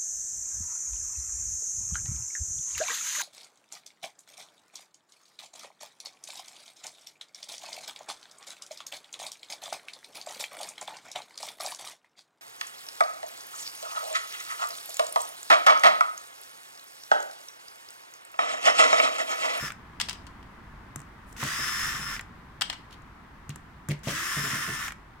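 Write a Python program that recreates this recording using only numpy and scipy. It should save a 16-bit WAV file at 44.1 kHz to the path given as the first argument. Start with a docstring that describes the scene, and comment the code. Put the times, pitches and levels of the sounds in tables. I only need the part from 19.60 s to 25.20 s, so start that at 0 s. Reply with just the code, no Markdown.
"""A cordless drill-driver backs screws out of a plastic fitting on a folding plastic table, outdoors.
Drill: noise modulated by gear contact excites the housing, and shaft orders whine above until the trigger is let go.
The clunks, bit and fitting are decaying noise bursts coloured by resonances; scuffs are swelling noise bands.
The hollow table top booms as a sum of damped modes. Late reflections of the yard follow the blows and the drill;
behind all lies the filtered noise of distant traffic and open air."""
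import sys
import numpy as np
from scipy import signal
from scipy.fft import rfft, irfft
from scipy.io import wavfile
from scipy.ndimage import uniform_filter1d

SR = 44100
rng = np.random.default_rng(int(sys.argv[2]) if len(sys.argv) > 2 else 0)


def to_wav(sig):
    """Store sig (one row per channel, or 1-D mono) as 16-bit WAV at the path in sys.argv[1].

    Samples outside -1..1 are clipped; the rate is SR.
    """
    pcm = np.clip(np.atleast_2d(sig), -1, 1) * 32767
    pcm = np.round(pcm).astype(np.int16)
    wavfile.write(sys.argv[1], SR, pcm.T)  # frames by channels


N = 246959
T = np.arange(N) / SR  # time [s]

# Pulls of the trigger: (pull time [s], let-go time [s], time the screw comes free [s], level [dB],
# level change once free [dB], gear-mesh whine offset [dB], upper whine offset [dB])
TRIGGER_PULLS = [(-.6, .062, -.3, -32.5, -3.5, 6, -3), (1.718, 2.547, 2.32, -32.2, -4.4, 4, .5),
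                 (4.386, 5.26, 5.02, -32.2, -3, -1, 4.5)]
# Lines of motor and gears: (multiple of motor speed [-], relative left level [dB], relative right level [dB])
SHAFT_ORDERS = [(4, -16, -14), (5, -9, -10), (6, -23, -13), (15, -7, -15), (19, -24, -20), (20, -17, -29),
                (21, -18.5, -21), (25, -15, -24), (26, -17.5, -31), (28, -20.5, -30), (30, -29, -40),
                (31, -25, -40), (33, -19.5, -35), (35, -15, -33), (36, -15.5, -37), (37, -25, -40),
                (41, -24.5, -27)]
# Hum of the motor under spin-up torque: (multiple of motor speed [-], relative level [dB])
MOTOR_HUM = [(1, -9.5), (2, -17)]
# Spectrum of the drill housing: (frequency [Hz], left level [dB], right level [dB])
HOUSING_SPECTRUM = [(150, -28, -15), (384, -17.5, -14), (726, -16, -39.5), (1074, -2.5, 0),
                    (1410, 2.5, -1.5), (1904, -10.5, 6), (2340, -5, -7), (3510, -6.5, -12),
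                    (4220, -13, -19.5), (5900, -5.5, -25), (7480, -14.5, -13), (9500, -15.5, -25),
                    (12500, -19.5, -32.5), (15800, -21, -45)]
# Clunks of the spindle lock and gears: as the motor brakes, and once as the gears take up their play:
# (time [s], level [dB], ring t60 [s], relative tick level [dB])
LOCK_CLUNKS = [(.080, -34, 0.017, -8), (.1040, -29, 0.023, -24), (.1200, -35, .02, -3),
               (1.7650, -40, .02, -18), (2.5649, -30, .02, -23), (2.5941, -28.5, 0.029, -27),
               (2.6100, -40, .02, 4), (5.2806, -28.5, 0.034, -8), (5.3062, -34.5, 0.029, -20),
               (5.3207, -33, .028, -8)]
# Steel bit meeting a screw head: (time [s], level [dB], ring t60 [s])
BIT_TICKS = [(1.3595, -26, 0.011), (1.3923, -42, .012), (1.4030, -40, .01), (1.4170, -44, .01),
             (1.7272, -43.5, 0.018), (1.837, -26, 0.014), (3.42, -58, .02), (3.8932, -31.5, .014),
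             (3.9589, -35, 0.015), (4.2868, -27.5, 0.018), (4.295, -39, 0.027), (4.3910, -51, .015)]
# Spectrum of the bit's ring: (frequency [Hz], left level [dB], right level [dB])
BIT_SPECTRUM = [(400, -8, 1.5), (1000, 1, -11), (2000, -7, 2), (4300, -12, -32), (6000, -2, -13),
                (7300, 1, 0), (9500, -5.5, -8), (11500, -8, -32), (16000, -16, -16)]
# Hard plastic clacks and bounces: (time [s], level [dB], ring t60 [s], treble raised and bass lowered by [dB])
PLASTIC_CLACKS = [(0.3999, -21, 0.032, -1), (0.4103, -20.5, 0.024, 2), (0.414, -28, .025, 8),
                  (0.4863, -27.5, 0.05, 0), (0.4953, -30, 0.019, 9), (.509, -33.5, 0.033, -1),
                  (0.5298, -30.5, 0.013, 1), (.6675, -40.5, 0.035, 0.5), (0.828, -51.5, .03, -4),
                  (3.0106, -19, 0.022, 2.5), (3.0170, -24.5, 0.03, -7.5), (3.0194, -21, 0.031, 3.5),
                  (3.0985, -23, 0.034, -3), (3.1283, -33.5, 0.051, -3.5)]
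# Spectrum of the fitting's ring: (frequency [Hz], left level [dB], right level [dB])
FITTING_SPECTRUM = [(200, -44, -29.5), (475, -20, -24.5), (850, -5, -14), (1450, -10, -10.5),
                    (1910, -13.5, -4), (2400, -10, -11), (3110, -1, -8.5), (4000, -6.5, -17),
                    (4930, -4.5, -12), (6280, -13.5, -22), (8480, -12, -20.5), (10300, -23.5, -33),
                    (16000, -29, -35)]
# Fitting scuffing the table, bit rasping in a screw head: (time [s], level [dB], length [s], centre [Hz])
SCUFF_SLIDES = [(.022, -46, 0.061, 446), (.41, -47, 0.062, 3600), (0.52, -51, 0.042, 3200),
                (1.654, -64, 0.15, 8900), (1.824, -30.5, 0.021, 1100), (1.82, -43, .09, 3000),
                (3.303, -58.5, .02, 3800), (3.318, -52.5, 0.044, 3100), (3.896, -46.5, 0.024, 3000),
                (4.285, -38, 0.074, 372), (4.295, -38, 0.053, 2140), (4.468, -33, 0.032, 520),
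                (4.462, -40, .08, 2400)]
# Weight of the drill landing on the table: (time [s], relative level [dB], push length [s])
TABLE_THUMPS = [(0.026, -30, 0.0022), (1.362, -29, 0.0045), (1.829, -25, 0.0024), (3.8935, -24.5, 0.0037),
                (4.2886, -17.5, 0.0043), (4.2952, -27, 0.0028), (4.309, -21.5, 0.0029),
                (4.471, -21.5, 0.0023)]
# Screw thread catching and juddering the table: (time [s], relative level [dB], t60 [s])
THREAD_CATCHES = [(1.835, -34.5, 0.24), (1.985, -33.5, 0.21), (2.26, -39, .1), (2.335, -36.5, .13),
                  (2.39, -40.5, 0.21), (4.485, -32, 0.32), (4.762, -34, 0.43), (4.835, -37, 0.31),
                  (4.925, -35, 0.38), (5.073, -32.5, 0.29)]
# Modes of the hollow table top: (frequency [Hz], level [dB], t60 [s])
TABLE_MODES = [(117, -27, .15), (147, -3, 0.17), (206, -10, 0.11), (252.8, -10, 0.084), (304.4, -14, 0.12),
               (354, -19, 0.13), (420, -13, 0.085), (593, -19, 0.081), (654, -14, .07)]
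# Spectrum of distant traffic and open air: (frequency [Hz], left level [dB], right level [dB])
AIR_SPECTRUM = [(19.8, -10.5, -9.5), (48, 0.5, 0.5), (85, -5, -4.5), (130, -5.5, -5), (219, -6.5, -6.5),
                (330, -19, -9.5), (520, -23.5, -19), (1020, -9, -15), (1940, -19.5, -15.5),
                (2760, -24.5, -31.5), (4520, -32.5, -37.5), (7000, -40, -42), (15500, -46.5, -47.5)]

FULL_SPEED_HZ, SPIN_UP_S = 353, .076  # motor turns per second; time constant of the climb
ENGAGE_S = 0.047  # the gears take up their play this long after the pull
BITE_S, IDLE_DB = 0.068, -11  # the gears start this much quieter and swell until the bit bites
BRAKE_HZ_PER_S, STOP_S = 750, 0.037  # fall of speed and Gaussian time scale of the fade after letting go
FREE_S = 0.14  # the load fades over this time as the screw leaves its thread
SPEED_DB_PER_OCTAVE = 5.5  # the gearbox is louder the faster it turns
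SLOW_TILT_DB, LOAD_TILT_DB = 11, 1.5  # treble tilt at standstill, gone at full speed; tilt under full load
MESH_ORDER, UPPER_ORDER = 15, 25  # orders whose level is set for each pull
WHINE_SPEED_POWER, FREE_WHINE_DB = 9.6, -2  # growth of the whine with speed; its further drop without load
CATCH_ATTACK_S, CATCH_TOP_HZ = 0.011, 473  # a catch builds up softly, so it is dull
AIR_DB, AIR_DB_PER_S = -48, -0.46  # the far traffic slowly recedes
TOP_HZ = 16000


def drill(rattle=0.29, planet_depth=0.095, planet_ratio=.23, flutter_db=0.72, waver_db=3, wobble=.0012,
          churn_db=-1):
    """Amplitude modulation and harmonic orders: tooth contact rattles the housing, shaft multiples whine."""
    hz, load, gain, mesh_db, upper_db = trigger()
    speed = hz / FULL_SPEED_HZ
    turn = 2 * np.pi * np.cumsum(hz * (1 + wobble * walk(70))) / SR  # shaft angle [rad]

    # tooth play opens and closes with the motor shaft and with the slower planet carrier
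    shaft_play = 1 + rattle * np.cos(turn)
    planet_play = 1 + planet_depth * np.cos(planet_ratio * turn)
    contact = shaft_play * planet_play * undb(flutter_db * walk(60))
    churn = unit(colour(pair(2300) * contact, HOUSING_SPECTRUM))
    tilt_db = SLOW_TILT_DB * (1 - speed) + LOAD_TILT_DB * load
    churn = undb(churn_db) * brighten(churn, tilt_db)

    whine = np.zeros((2, N))
    run_db = {MESH_ORDER: mesh_db, UPPER_ORDER: upper_db}
    for order, *ears_db in SHAFT_ORDERS:
        # the hand-held tool sways, so each line swells differently at each ear
        depth_db = waver_db / 2 if order == MESH_ORDER else waver_db
        sway_db = depth_db * np.array([walk(22.05), walk(21.83)])
        line_db = np.array(ears_db)[:, None] + sway_db + run_db.get(order, 0)
        phase = order * turn + 0.31 * walk(150) + rng.uniform(0, 2 * np.pi)
        ear_lag = np.array([[0], [order * 0.088]])  # [rad]
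        whine += undb(line_db) * np.sqrt(2) * np.sin(phase - ear_lag)
    # the whine grows steeply with speed and eases without load
    whine *= speed ** WHINE_SPEED_POWER * undb(FREE_WHINE_DB * (1 - load))

    hum = np.zeros(N)
    for order, db in MOTOR_HUM:
        hum += undb(db + waver_db * walk(21.93)) * np.sqrt(2) * np.sin(order * turn)
    hum *= np.sqrt(1 - speed) * load
    return gain * (churn + whine + hum)


def trigger():
    """Piecewise control: speed, load, gain and two whine levels, each pull replacing the one before."""
    controls = np.zeros((5, N))
    for pull, let_go, free, db, free_db, mesh_db, upper_db in TRIGGER_PULLS:
        hz, load, gain = motor(pull, let_go, free, free_db)
        run = np.broadcast_arrays(hz, load, gain * undb(db), mesh_db, upper_db)
        controls = np.where(T >= pull, run, controls)
    return controls


def motor(pull, let_go, free, free_db):
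    """First-order spin-up and linear braking: speed [Hz], load 0-1 and gain, unloading as the screw frees."""
    braking = np.maximum(T - let_go, 0)
    climb = 1 - np.exp(-np.maximum(T - pull, 0) / SPIN_UP_S)
    hz = np.maximum(FULL_SPEED_HZ * climb - BRAKE_HZ_PER_S * braking, 1)
    load = 1 - rise(free - FREE_S / 2, FREE_S)
    engaged = pull + ENGAGE_S
    speed_db = SPEED_DB_PER_OCTAVE * np.log2(hz / FULL_SPEED_HZ)
    bite_db = IDLE_DB * (1 - rise(engaged, BITE_S))
    stop = np.exp(-(braking / STOP_S) ** 2)
    return hz, load, (T >= engaged) * undb(speed_db + bite_db + free_db * (1 - load)) * stop


def clunks(ring_hz=1650, width_hz=1300):
    """Impact excitation: spindle lock and gears knock the housing's main resonance, with bright steel ticks."""
    knocks = sum(undb(db) * decay(s, t60) for s, db, t60, _ in LOCK_CLUNKS)
    ticks = sum(undb(db + tick_db) * decay(s, t60) for s, db, t60, tick_db in LOCK_CLUNKS)
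    # two equal resonances in series
    ring = band(band(pair(3400), ring_hz, width_hz), ring_hz, width_hz)
    steel = colour(ticks * pair(2000), HOUSING_SPECTRUM[:1] + BIT_SPECTRUM[1:])
    return knocks * unit(ring) + steel


def bit():
    """Impact of steel on steel: very short, bright decaying ticks."""
    blows = sum(undb(db) * decay(s, t60) for s, db, t60 in BIT_TICKS)
    return colour(pair(3000) * blows, BIT_SPECTRUM)


def fitting():
    """Modal density: each clack rings the stiff plastic's dense, short modes, heard as coloured noise."""
    noise = pair(2200)
    blows = np.zeros((2, N))
    for s, db, t60, tilt_db in PLASTIC_CLACKS:
        blows += brighten(noise * undb(db) * decay(s, t60), tilt_db)
    return colour(blows, FITTING_SPECTRUM)


def scuffs(grain_db=3, width=0.44):
    """Sliding friction: short grainy bands of noise swell quickly and fade; width is relative to centre."""
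    noise = pair(2100) * undb(grain_db * walk(500))
    out = np.zeros((2, N))
    for s, db, length, hz in SCUFF_SLIDES:
        out += undb(db) * swell(s, length) * unit(band(noise, hz, width * hz))
    return out


def table_top(shake_db=2, thump_db=1, leak_hz=95):
    """Modal superposition: pushes and the grinding screw ring the hollow top; deep bass leaks round its edges."""
    t = T[:SR // 2]
    ring = sum(undb(db) * np.sin(2 * np.pi * hz * t) * np.exp(-np.log(1000) * t / t60)
               for hz, db, t60 in TABLE_MODES)
    pushes = np.zeros(N)
    for s, db, length in TABLE_THUMPS:
        push = swell(s, length)
        pushes -= undb(db + thump_db) * push / push.sum()
    thumps = signal.fftconvolve(pushes, ring)[:N]

    grind = signal.fftconvolve(rng.standard_normal(N), ring)[:N]
    grind = signal.sosfilt(signal.butter(1, CATCH_TOP_HZ, fs=SR, output="sos"), grind)
    shake = sum(undb(db + shake_db) * rise(s, CATCH_ATTACK_S) * decay(s, t60) for s, db, t60 in THREAD_CATCHES)
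    top = thumps + shake * grind / np.std(grind)
    return signal.sosfilt(signal.butter(2, leak_hz, "high", fs=SR, output="sos"), top)


def open_air(swell_db=-0.13, gust_db=1.5):
    """Stationary noise with a fluctuating bass: far traffic hums while the lowest rumble comes and goes."""
    air = unit(colour(pair(1000), AIR_SPECTRUM))
    rumble = signal.sosfilt(signal.butter(1, 120, fs=SR, output="sos"), air)
    air = air + rumble * (undb(gust_db * walk(6)) - 1)
    return air * undb(AIR_DB + AIR_DB_PER_S * T + swell_db * walk(3.24))


def yard(x, t60, wet_db, dull_hz=6000, delay_s=.007):
    """Late reflection by convolution: nearby walls and the ground return a short, duller tail."""
    size = SR // 2
    tail = rng.standard_normal((2, size)) * decay(delay_s, t60)[:size]
    tail = signal.sosfilt(signal.butter(1, dull_hz, fs=SR, output="sos"), tail)
    tail /= np.sqrt(np.sum(tail ** 2) / 2)
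    return x + undb(wet_db) * signal.fftconvolve(x, tail, axes=1)[:, :N]


def undb(db):
    """Logarithmic level: decibels to gain."""
    return 10 ** (np.asarray(db) / 20)


def unit(x):
    """Normalisation: scale a stereo pair so that its middle has standard deviation 1."""
    return x / np.std(x.mean(axis=0))


def walk(rate):
    """Smoothed random process: levels held 1 / rate s and slewed twice; spread near 1."""
    k = max(int(SR / rate), 1)
    held = np.repeat(rng.standard_normal(N // k + 1), k)
    return 1.42 * uniform_filter1d(uniform_filter1d(held, k), k)[:N]


def colour(x, points):
    """Minimum-phase filtering: a causal left and right spectrum, at unit mean power gain."""
    hz, *ears = np.transpose(points)
    size = 8192
    f = np.log(np.fft.rfftfreq(size, 1 / SR) + 1)
    cepstrum = irfft(np.log(undb([np.interp(f, np.log(hz), db) for db in ears])))
    # folding the cepstrum onto positive times makes the response causal
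    cepstrum[:, 1:size // 2] *= 2
    cepstrum[:, size // 2 + 1:] = 0
    response = irfft(np.exp(rfft(cepstrum)))
    response /= np.sqrt(np.sum(response ** 2) / 2)
    return signal.fftconvolve(np.broadcast_to(x, (2, N)), response, axes=1)[:, :N]


def pair(alike_hz):
    """Interaural coherence: noise at two ears, alike in the bass, increasingly unrelated above alike_hz."""
    f = np.fft.rfftfreq(N, 1 / SR)
    alike = 1 / (1 + (f / alike_hz) ** 2)
    mid, side = rfft(rng.standard_normal((2, N)))
    common = mid * np.sqrt((1 + alike) / 2)
    opposed = np.array([[1], [-1]]) * side * np.sqrt((1 - alike) / 2)
    return irfft(common + opposed, N)


def band(x, hz, width_hz):
    """Second-order resonance with gain 1 at its centre."""
    return signal.lfilter(*signal.iirpeak(hz, hz / width_hz, fs=SR), x)


def brighten(x, db, split_hz=3500):
    """Spectral tilt: raise the treble and lower the bass by db about a split."""
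    low = signal.sosfilt(signal.butter(1, split_hz, fs=SR, output="sos"), x)
    return low * undb(-db) + (x - low) * undb(db)


def decay(start, t60):
    """Exponential damping: the envelope of a blow that dies by 60 dB in t60."""
    return (T >= start) * np.exp(-np.log(1000) * np.maximum(T - start, 0) / t60)


def rise(start, attack_s):
    """Linear onset: a ramp from nothing to one."""
    return np.clip((T - start) / attack_s, 0, 1)


def swell(start, length):
    """Triangular force envelope: up in a quarter of its length, down in the rest."""
    return np.interp(T, [start, start + length / 4, start + length], [0, 1, 0])


def scene():
    """Superposition: drill and table close by, clacks carrying out into the yard, open air behind."""
    tool = yard(drill() + clunks() + bit(), t60=0.26, wet_db=-16.5)
    plastic = yard(fitting() + scuffs(), t60=0.3, wet_db=-12.5)
    return tool + plastic + table_top() + open_air()


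def record(dry):
    """Band limiting: a steep elliptic low-pass cuts the top."""
    return signal.sosfilt(signal.ellip(10, .2, 70, TOP_HZ, fs=SR, output="sos"), dry)


dry = scene()
out = record(dry)
to_wav(out)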